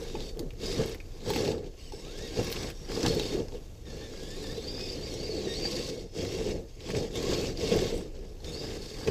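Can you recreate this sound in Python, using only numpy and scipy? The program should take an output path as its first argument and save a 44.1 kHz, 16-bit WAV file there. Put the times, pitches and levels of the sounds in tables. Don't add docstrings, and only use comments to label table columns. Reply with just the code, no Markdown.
import sys
import numpy as np
from scipy import signal
from scipy.fft import rfft, irfft, next_fast_len
from scipy.io import wavfile
from scipy.ndimage import uniform_filter1d, map_coordinates

SR = 44100
rng = np.random.default_rng(int(sys.argv[2]) if len(sys.argv) > 2 else 0)


def undo_db(level):
    steps = np.asarray(level, float) / 20
    return 10 ** steps


def master_out(mix):
    frames = np.transpose(np.atleast_2d(mix))
    ceiling = np.clip(frames, -1, 1)
    pcm = np.round(ceiling * 32767).astype(np.int16)
    wavfile.write(sys.argv[1], SR, pcm)


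N = 401310

# (start [s], end [s], first effort [dB], last effort [dB], pile load over effort [dB])
PUSHES = [(0.0, 0.294, -49, -49.5, 6), (0.638, 0.923, -41.5, -45, 5), (1.05, 1.233, -61.5, -61, 5.5),
          (1.277, 1.511, -42.5, -42, 8.5), (1.576, 1.67, -65, -55, 13), (1.786, 1.905, -55.5, -56.5, -2),
          (1.938, 2.355, -53, -46.5, 7), (2.371, 2.695, -42.5, -42.5, 3.5), (2.745, 2.884, -54.5, -53, 3),
          (2.914, 3.34, -42.5, -41, 7.5), (3.879, 5.63, -52, -43.5, 7.5), (5.64, 5.898, -41, -42, 4.5),
          (5.922, 6.026, -48, -51, 10), (6.176, 6.525, -43, -43.5, 8.5), (6.558, 6.617, -49, -59, 17),
          (6.688, 6.76, -57, -60, -5), (6.815, 6.914, -52, -40.5, 5), (6.951, 7.069, -42, -46.5, 11.5),
          (7.165, 7.491, -40, -40.5, 6.5), (7.613, 7.906, -37.5, -38.5, 7.5),
          (7.926, 8.082, -44, -58, 13.5), (8.155, 8.33, -58.5, -60.5, 12), (8.45, 8.764, -49, -45, 8),
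          (8.787, 9.08, -51.5, -47, 5)]
# (time [s], thud [dB], length [s], grind over thud [dB])
LURCHES = [(0.163, -37.5, 0.072, -20), (0.408, -35, 0.097, -29), (0.812, -28.5, 0.1, -14),
           (1.37, -34.5, 0.15, -5.5), (1.494, -28, 0.12, -36), (2.401, -25.5, 0.038, -34),
           (3.077, -24.5, 0.096, -14), (3.398, -30.5, 0.08, -16), (3.55, -38.5, 0.076, -14.5),
           (5.377, -37, 0.23, -43), (6.46, -42, 0.09, -30), (6.968, -35, 0.027, -4.5),
           (7.342, -30.5, 0.2, -8.5), (7.748, -23.5, 0.097, -18), (8.55, -54, 0.052, -8),
           (9.086, -22, 0.021, -17)]
LURCH_FADE_DB = 15


def truck():
    idle_db, idle_pile_db = -62, -62.5
    spin_up_db_per_s, coast_db_per_s = 287, 295
    pile_loads_db_per_s, pile_settles_db_per_s = 260, 173
    t = np.arange(N // 20 + 2) * 20 / SR
    effort = np.full(len(t), undo_db(idle_db))
    pile = np.full(len(t), undo_db(idle_pile_db))
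    for start, end, first_db, last_db, weight_db in PUSHES:
        held_db = np.interp(t, [start, end], [first_db, last_db])
        early, late = np.maximum(start - t, 0), np.maximum(t - end, 0)
        push_db = held_db - spin_up_db_per_s * early - coast_db_per_s * late
        load_db = held_db + weight_db - pile_loads_db_per_s * early - pile_settles_db_per_s * late
        effort = np.maximum(effort, undo_db(push_db))
        pile = np.maximum(pile, undo_db(load_db))
    for s, db, length, grind_db in LURCHES:
        lurch = undo_db(db - LURCH_FADE_DB * abs(t - s) / length)
        effort = np.hypot(effort, undo_db(grind_db) * lurch)
        pile = np.hypot(pile, lurch)
    return curves(np.c_[t, 20 * np.log10(effort), 20 * np.log10(pile)])


# (time [s], grip [dB])
GRIP = [(0.0, 8), (0.2, -3), (0.39, 4), (0.55, -5), (0.85, 4.5), (1.38, 1), (2.0, -5.5), (2.6, 6),
        (3.3, -2), (4.04, 1), (5.4, -4), (7.16, -3), (7.4, 0.5), (7.6, -8), (7.8, -1), (8.5, 0),
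        (8.72, 4.5), (8.82, 5)]
# (time [s], scrape [dB], length [s])
SKID = (3.06, -27.5, 0.02)
# (frequency [Hz], width [Hz], level [dB])
BOOM = [(473, 180, -1)]
# (frequency [Hz], width [Hz], level [dB])
BODY = [(7500, 260, 2), (10400, 380, 2), (11500, 320, 1)]
# (frequency [Hz], density [dB per Hz])
THUD = [(24, -45), (40, -37), (49, -4), (151, -4.5), (238, -6.5), (371, -3.5), (407, -4.5), (451, -2),
        (601, -14.5), (900, -24.5), (1170, -71), (1980, -120)]
# (frequency [Hz], density [dB per Hz])
GRIND = [(820, -9.5), (1400, -13.5), (1980, -3.5), (2160, -2), (2880, -0.5), (3690, -0.5), (4030, -3),
         (4690, 0.5), (7650, -7.5), (9500, -40), (12400, -43), (20900, -120)]
# (frequency [Hz], density [dB per Hz])
CRACKLE = [(4710, -36), (8000, 0), (9020, -10), (11400, -9), (14500, -12), (15200, -21), (15600, -21)]
# (frequency [Hz], density [dB per Hz])
SCRAPE = [(350, 9), (600, -18), (743, 4), (973, -4), (1090, -1), (1490, -7), (1700, 0.5), (2210, -19.5),
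          (3740, -120)]


def tyres(grind_db, thud_db):
    grip_db, = curves(GRIP)
    full_db = -38
    crackle_db = -62.5 + 0.69 * (grind_db - full_db) + grip_db
    scrape_db = -9 + grind_db + 0.53 * (thud_db - grind_db) + 0.91 * grip_db
    jolt = np.tanh(wobble(30))

    lumps = grit(140, spread_db=2.5, life_s=.006, share=.15)
    thud = unit(filtered(coloured(lumps, THUD), ringing(BOOM, lift_db=-6.5)))
    crumbs = grit(400, spread_db=1.5, life_s=0.0025, share=0.4)
    grind = coloured(patchy(crumbs, depth_db=2.5), GRIND)
    crackle = coloured(grit(170, spread_db=-15, life_s=0.0016, share=0.19), CRACKLE)
    crackle = unit(filtered(crackle, ringing(BODY, lift_db=-3)))
    scrape = coloured(grit(120, spread_db=-22.0, life_s=0.0029, share=0.3), SCRAPE)

    rake_s, rake_db, rake_length_s = SKID
    rake = undo_db(rake_db - LURCH_FADE_DB * abs(np.arange(N) / SR - rake_s) / rake_length_s)
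    out = undo_db(thud_db - 0.5 + 1.68 * jolt + 0.44 * wobble(15)) * thud
    out = out + (undo_db(scrape_db + 2.8 * jolt) + rake) * scrape
    out = out + undo_db(grind_db - 3.0 + 0.72 * jolt) * grind
    return out + undo_db(crackle_db + 1.7 * jolt) * crackle


# (frequency [Hz], width [Hz], level [dB])
SHELL = [(1089, 46, -4.5), (1620, 68, -15), (2200, 54, -2.5), (2750, 73, -0.5), (3280, 11, -4.5),
         (3700, 72, 0.5), (3937, 64, -0.5), (4390, 100, 4), (4714, 87, 2.5), (5180, 76, 2.5),
         (5560, 140, 0.5), (6440, 49, -2), (7860, 30, -6), (10200, 360, -17), (11900, 1400, -18)]
# (start [s], end [s],
# frequency [Hz], level over grind [dB])
SINGS = [(0.036, 0.356, 3670, -8.5), (0.205, 0.346, 4540, -0.5), (0.59, 0.79, 3790, -9),
         (0.648, 0.76, 4820, -2.5), (1.05, 1.198, 4780, -9), (1.857, 2.044, 5320, -8),
         (1.798, 2.017, 7800, -10), (1.997, 2.15, 3700, -10), (2.0, 2.283, 2750, -20),
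         (2.29, 2.403, 4360, -13), (2.74, 2.88, 5560, -7), (2.865, 3.01, 4900, -7),
         (3.08, 3.386, 4390, -9.5), (3.182, 3.376, 3700, -14)]
# (start [s], end [s], frequency [Hz], width
# [Hz], level over grind [dB])
WIDE_SINGS = [(1.95, 2.2, 6000, 300, -18), (2.15, 2.3, 5000, 300, -8), (2.36, 2.46, 6000, 200, -19),
              (4.15, 4.6, 4800, 320, -6), (4.2, 4.5, 6900, 250, -12), (4.2, 4.7, 10300, 400, -32),
              (4.75, 4.6, 11500, 300, -29), (4.55, 4.95, 3600, 120, -7.5), (5.22, 5.2, 6500, 230, -12),
              (5.5, 5.55, 5700, 270, -11), (5.69, 5.925, 4500, 250, -7), (5.7, 5.6, 5600, 600, -9.5),
              (5.1, 5.17, 5600, 400, -7), (5.275, 5.3, 5700, 500, -5), (7.93, 8.04, 7700, 830, -8.5),
              (7.1, 7.2, 3600, 200, -6), (7.9, 7.43, 2200, 150, -12.5), (7.2, 7.45, 11000, 308, -32),
              (8.1, 8.1, 4300, 250, -19), (8.45, 8.559, 6600, 250, -8), (8.76, 9.0, 3650, 60, -15),
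              (9.2, 9.8, 2750, 100, -10), (8.8, 9.08, 4600, 200, -5)]


def rattle(grind_db):
    teeth = grit(120, spread_db=1.0, life_s=0.0031, share=0.38)
    shell = sum(undo_db(db + 3 * wobble(7)) * mode(teeth, hz, width) for hz, width, db in SHELL)
    out = undo_db(-4.5) * unit(shell)
    for start, end, hz, db in SINGS:
        out = out + undo_db(db) * gate(start, end, 0.01) * mode(teeth, hz, 71)
    for start, end, hz, width, db in WIDE_SINGS:
        out = out + undo_db(db) * gate(start, end, 0.022) * mode(teeth, hz, width)
    return undo_db(grind_db) * out


# (time [s], mesh [Hz], second harmonic [dB])
PULL = [
    (1.93, 720, -61),
    (2.0, 960, -61),
    (2.04, 1120, -68),
    (2.1, 1380, -56),
    (2.13, 1500, -63),
    (2.17, 1680, -54),
    (2.23, 1890, -49),
    (2.28, 1890, -52),
    (2.3, 1600, -59),
    (2.38, 1600, -61),
]
# (time [s], mesh [Hz], second harmonic [dB])
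CLIMB = [
    (3.85, 1840, -57),
    (3.96, 1690, -60),
    (4.04, 1820, -50),
    (4.14, 1610, -69),
    (4.28, 1695, -46.5),
    (4.35, 1832, -54),
    (4.4, 2120, -49),
    (4.47, 1680, -48),
    (4.56, 1990, -53),
]
# (time [s], mesh [Hz], second harmonic [dB])
SCRABBLE = [
    (4.56, 1994, -50),
    (4.619, 2060, -48),
    (4.69, 2396, -47),
    (4.84, 2532, -43.5),
    (4.93, 2405, -46),
    (4.97, 2036, -48),
    (5.03, 2320, -48),
    (5.09, 2430, -44),
    (5.144, 1994, -48),
]
# (time [s], mesh [Hz], second harmonic [dB])
CREST = [(5.145, 1964, -50), (5.2, 2220, -48), (5.275, 2503, -43.5), (5.31, 2237, -46.5), (5.41, 2200, -50),
         (5.45, 1995, -43), (5.48, 1852, -42), (5.53, 1840, -42), (5.57, 2233, -42.5), (5.6, 2340, -43),
         (5.675, 2380, -34), (5.69, 2360, -67)]
# (time [s], mesh [Hz], second harmonic [dB])
LUNGE = [
    (8.45, 1740, -56),
    (8.47, 1790, -45),
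    (8.51, 1830, -45),
    (8.522, 2100, -62),
    (8.535, 2190, -43),
    (8.58, 2390, -44),
    (8.62, 2510, -46),
    (8.665, 2520, -47),
    (8.7, 2400, -64),
]
# (mesh [Hz], level over second harmonic [dB])
MESH_OVER_OCTAVE = [(700, 6), (1650, -0.5), (1890, -3), (2040, -33), (2600, -4)]
# (time [s], gear [Hz], third harmonic [dB])
SERVO = [
    (1.8, 1400, -62),
    (1.85, 1560, -55),
    (1.9, 1380, -61),
]
# (gear [Hz], second over third harmonic [dB])
SERVO_SECOND_OVER_THIRD = [(1350, 7), (1560, -3)]


def gears():
    runs = (PULL, CLIMB + SCRABBLE + CREST, LUNGE)
    drive = whine(runs, MESH_OVER_OCTAVE, 1, slip=.011, bite_db=2.2, free_db=13)
    servo = whine((SERVO,), SERVO_SECOND_OVER_THIRD, 2, slip=.026, bite_db=5, free_db=0)
    return undo_db(-7.0) * filtered(drive, ringing(SHELL, lift_db=4.5)) + servo


def whine(runs, balance, first, slip, bite_db, free_db):
    hz, high_db = curves(np.concatenate(runs))
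    unloaded = gate(runs[-1][0][0], N / SR, 1 / SR)
    low_db = high_db + np.interp(hz, *np.transpose(balance)) - free_db * unloaded
    loose = np.clip(hz / 700 - 2.2, .55, 1)
    flutter = slip * loose * (wobble(45) + wobble(400))
    phase = 2 * np.pi * np.cumsum(hz * (1 + flutter)) / SR
    load = np.tanh(wobble(30)) + 2 * np.tanh(wobble(80)) + wobble(200)
    bite = unit(undo_db(bite_db * loose * load))
    runout = 1 + .7 * loose * np.cos(phase / 7 + 2 * wobble(60))

    low = np.sin(first * phase)
    high = np.sin((first + 1) * phase)
    third = undo_db(-12) * np.sin((first + 2) * phase)
    chatter = wobble(380) * high + wobble(380) * np.cos((first + 1) * phase)
    tone = undo_db(high_db - 4.5) * loose ** 2 * chatter + undo_db(low_db) * low
    tone = tone + undo_db(high_db - 4 * loose) * runout * (high + third)
    sounding = sum(gate(rows[0][0], rows[-1][0], 0.015) for rows in runs)
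    return np.sqrt(2) * sounding * bite * tone


# (time [s], peak [dB], wood [Hz])
KNOCKS = [(0.019, -23.5, 479), (0.148, -27, 336), (0.402, -25, 320), (0.43, -27, 250), (0.46, -27, 152),
          (0.53, -29.5, 110), (3.09, -22, 166), (0.617, -38, 436), (0.79, -16.5, 126), (1.301, -16, 419),
          (1.935, -26.5, 415), (2.386, -21.5, 475), (2.576, -31, 497), (2.816, -29, 140), (3.038, -20, 450),
          (3.079, -16, 132), (2.388, -17, 105), (8.761, -31.5, 151.9), (4.576, -22.5, 451),
          (4.667, -26, 424), (5.292, -20, 441), (5.376, -26, 496), (5.47, -19, 369), (5.744, -22, 494),
          (6.184, -31, 450), (6.46, -19, 430), (6.894, -26, 189), (6.895, -27, 444), (7.718, -10, 455.5),
          (8.513, -30, 344), (8.913, -31, 425), (8.799, -32, 399), (2.95, -33, 199), (7.59, -34, 400),
          (0.372, -30, 425), (0.705, -29, 380), (0.756, -25, 409), (1.484, -16.5, 427), (1.581, -31, 428),
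         (2.37, -24, 440), (2.506, -25, 457), (3.167, -18, 430), (3.198, -19, 430), (3.258, -26, 490),
         (3.35, -22, 393), (4.817, -34, 463), (4.86, -30, 380), (5.333, -20, 367), (5.979, -30, 483),
         (6.231, -27, 465), (6.338, -22, 380), (6.406, -23, 436), (6.517, -20.5, 488), (6.551, -26, 473),
         (6.86, -34, 447), (6.95, -29, 455), (7.002, -25, 474), (7.14, -32.5, 412), (7.176, -23, 336),
         (7.237, -23, 411), (7.294, -20, 371), (7.472, -27, 425), (7.628, -24, 440), (7.753, -17, 453),
         (7.817, -19.5, 390), (7.936, -21, 492), (8.19, -32, 387), (9.079, -19, 401)]


def knocks():
    out, t = np.zeros(N + SR), np.arange(SR // 4) / SR
    for s, db, hz in KNOCKS:
        wood = np.sin(2 * np.pi * hz * t)
        case = 0.33 * np.sin(2 * np.pi * BOOM[0][0] * t + rng.uniform(0, 2 * np.pi))
        envelope = undo_db(db - 4.0 - 60 * t / 0.072) * (1 - np.exp(-t / 0.002))
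        out[round(s * SR):][:len(t)] += envelope * (wood + case)
    return out[:N]


# (time [s], peak [dB], ring [Hz], hollow log [dB])
SNAPS = [(0.152, -36.5, 2580, 5.5), (0.204, -33, 4100, -10), (0.5054, -39.5, 2750, -35),
         (0.6, -40, 3870, -27), (1.0014, -45, 1640, -28), (1.0017, -39.5, 2480, -40),
         (1.4508, -28, 3700, -22), (1.4774, -29, 4320, -2), (1.516, -31.5, 3700, -5),
         (1.5806, -40.5, 4360, -4), (1.9216, -35.5, 5300, -2), (2.5647, -34.5, 2830, -28),
         (3.0298, -22, 5100, -21), (3.062, -15.5, 5370, -14), (3.196, -22.5, 3850, -9.5),
         (3.483, -39, 5230, -13), (3.5218, -42.5, 3280, -4), (4.4682, -35, 4800, -23),
         (5.651, -35.5, 1663, 0), (6.5066, -36, 3700, -21), (6.805, -41, 3700, -11), (6.889, -36, 2700, -3),
         (6.9491, -31.5, 2240, -8), (7.5732, -32, 4570, -27), (8.154, -50, 3976, -26),
         (8.19, -46, 5060, -21), (8.403, -47, 4390, -6), (8.4443, -35, 4560, -23), (9.0745, -30, 2550, -6),
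         (9.074, -30, 6100, -30)]
# (time [s], peak [dB], ring [Hz], hollow log [dB])
SPLITS = [
    (0.3926, -28.5, 5200, -17),
    (0.9462, -35, 2430, -26),
    (1.3028, -25.5, 3700, 0),
    (1.3345, -31, 2490, -11),
    (1.3603, -27, 2560, -1),
    (2.501, -32, 2750, -34),
    (2.525, -22.5, 4300, -36),
    (2.7008, -33, 2400, -29),
]


def twigs():
    body, tick, log = np.zeros((3, N + SR))
    t = np.arange(SR // 8) / SR
    rise = 1 - np.exp(-t / 0.0005)
    dull = [(*row, -24, .33) for row in SNAPS]
    brittle = [(*row, -9, .05) for row in SPLITS]
    for s, db, hz, log_db, tick_db, share in dull + brittle:
        noise = rng.standard_normal((2, len(t)))
        at = round(s * SR)
        ring = share * undo_db(-60 * t / .024) * np.sin(2 * np.pi * hz * t)
        crack = unit(signal.lfilter(*signal.iirpeak(hz, 2.4, SR), noise[0]) + .15 * noise[0])
        log_hz = 825 * (1 + .05 * noise[1, -1])
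        tap = rise * np.sin(2 * np.pi * log_hz * t)
        body[at:][:len(t)] += undo_db(db) * rise * (0.58 * undo_db(-60 * t / 0.017) * crack + ring)
        tick[at:][:len(t)] += undo_db(db + tick_db - 60 * t / 0.018) * noise[1]
        log[at:][:len(t)] += undo_db(db + log_db + 1.5 - 60 * t / .03) * tap
    leafy = lambda f: (1j * f / 1000) / (1 + 1j * f / 1000) / (1 + 1j * f / 6500) ** 3
    bright = lambda f: ((1j * f / 8500) / (1 + 1j * f / 8500)) ** 4
    return undo_db(8.5) * filtered(body[:N], leafy) + undo_db(8.0) * filtered(tick[:N], bright) + log[:N]


# (time [s], peak [dB], body under 6 kHz over peak [dB])
TICKS = [(0.3726, -40, -1), (0.4294, -52, 0), (0.5352, -47, 0), (0.619, -43, 3), (0.628, -46, 5),
         (0.8599, -29, -7), (0.8949, -31, -4), (1.2845, -37, -1), (1.3823, -34, -4), (2.4294, -28.5, 0),
         (2.4444, -27, -5), (2.5175, -23, -5), (2.6244, -32, -4), (2.9185, -33, 5), (3.1492, -28, -7),
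         (3.2345, -35, 3), (3.3358, -41, 3), (3.3593, -42, 5), (3.3832, -42, -5), (4.3884, -49, 2),
         (4.5194, -48, 6), (4.7955, -40, 8), (5.2824, -43, 0), (5.3183, -47, -3), (5.4006, -49, -2),
         (5.7154, -41, -2), (5.7867, -40, 5), (5.879, -43, 1), (6.2198, -40, 0), (6.2502, -33, 5),
         (6.322, -36, 3), (6.904, -32.5, 7.5), (6.9676, -39, -3), (7.5852, -41, 3), (7.7119, -41, -1),
         (7.7624, -26, -3), (7.8615, -35, -2), (7.9823, -39, -9), (8.7394, -47, 0), (8.8344, -47, 8)]


def leaves():
    top, body = np.zeros((2, N + SR))
    t = np.arange(SR // 20) / SR
    for s, db, body_db in TICKS:
        at = round(s * SR)
        crack = undo_db(db - 60 * t / 0.01) * rng.standard_normal(len(t))
        top[at:][:len(t)] += undo_db(-10) * crack
        body[at:][:len(t)] += undo_db(-4.5 + body_db) * crack
    high = lambda f: ((1j * f / 5500) / (1 + 1j * f / 5500)) ** 3
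    middle = lambda f: (1j * f / 2500) / (1 + 1j * f / 2500) ** 2 / (1 + 1j * f / 6000)
    return 2 * filtered(top[:N], high) + 4 * filtered(body[:N], middle)


def trunks(x):
    t = np.arange(SR // 4) / SR
    tail = rng.standard_normal(len(t)) * undo_db(-60 * t / 0.075)
    delayed = np.pad(x, (130, 0))
    return signal.fftconvolve(delayed, tail / np.linalg.norm(tail))[:N]


# (frequency [Hz], density [dB per Hz])
WOODS = [(24, -45), (40, 0.5), (123, -6), (193, -19), (450, -19), (1000, -35.5), (4050, -50), (4480, -40),
         (5070, -57), (6190, -36), (8790, -49), (13100, -46), (15600, -54)]
# (time [s], level [dB])
BREEZE = [(0.0, -41), (2.36, -45), (3.14, -41), (3.88, -47), (5.17, -44), (6.18, -47), (7.8, -40),
          (9.1, -45.5)]


def woods():
    throb = np.sin(2 * np.pi * np.cumsum(28 + 3 * wobble(2.9)) / SR)
    rumble_band = lambda f: (f > 18) / (1 + (f / 42) ** 4)
    rumble = unit(filtered(rng.standard_normal(N), rumble_band))
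    hiss = undo_db(-53 + 3.5 + 2.7 * wobble(3.28)) * coloured(rng.standard_normal(N), WOODS)
    return hiss + undo_db(curves(BREEZE)[0]) * unit(throb + 0.8 * rumble)


def unit(x):
    return x / np.sqrt(np.mean(x ** 2) + 1e-20)


def curves(rows):
    s, *cols = np.transpose(rows)
    return [np.interp(np.arange(N) / SR, s, c) for c in cols]


def gate(start, end, ramp):
    t = np.arange(N) / SR
    return np.clip(np.minimum(t - start, end - t) / ramp, 0, 1)


def wobble(rate):
    knots = rng.standard_normal(int(N * rate / SR) + 4)
    return map_coordinates(knots, [np.arange(N) * rate / SR])


def grit(rate, spread_db, life_s, share):
    size = np.minimum(rng.exponential(1, N), 1.8)
    breaks = (rng.random(N) < rate / SR) * undo_db(spread_db * size)
    burst = signal.lfilter([1], [1, -np.exp(-1 / (life_s * SR))], breaks)
    bursts = unit(burst * rng.standard_normal(N))
    return np.sqrt(1 - share) * rng.standard_normal(N) + np.sqrt(share) * bursts


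def patchy(x, depth_db):
    z = signal.stft(x, nperseg=256)[2]
    field = uniform_filter1d(rng.standard_normal(z.shape), 3, 0)
    field = uniform_filter1d(field, 9, 1)
    return signal.istft(z * undo_db(depth_db * unit(field)), nperseg=256)[1][:N]


def filtered(x, response):
    m = next_fast_len(N + SR // 2)
    return irfft(rfft(x, m) * response(np.fft.rfftfreq(m, 1 / SR)), m)[:N]


def coloured(x, spectrum):
    f, db = np.transpose(spectrum)
    return unit(filtered(x, lambda hz: undo_db(np.interp(np.log(hz + 1), np.log(f + 1), db))))


def ringing(modes, lift_db):
    def resonance(f, hz, width, db):
        return undo_db(db + lift_db) * 1j * f * width / (hz * hz - f * f + 1j * f * width)
    return lambda f: 1 + sum(resonance(f, *row) for row in modes)


def mode(x, hz, width):
    return unit(signal.lfilter(*signal.iirpeak(hz, hz / width, SR), x))


def scene():
    effort_db, pile_db = truck()
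    rolling = tyres(effort_db, pile_db) + rattle(effort_db)
    hits = twigs() + gears() + leaves()
    mix = rolling + undo_db(1.0) * knocks() + hits + undo_db(-6.5) * trunks(hits) + woods()
    return mix[None]


def low_pass(x):
    return signal.sosfilt(signal.butter(12, 16380, fs=SR, output="sos"), x)


def record(dry):
    top_hz = 15450
    mix = filtered(dry[0], lambda hz: hz < top_hz)[None]
    return low_pass(mix)


dry = scene()
out = record(dry)
master_out(out)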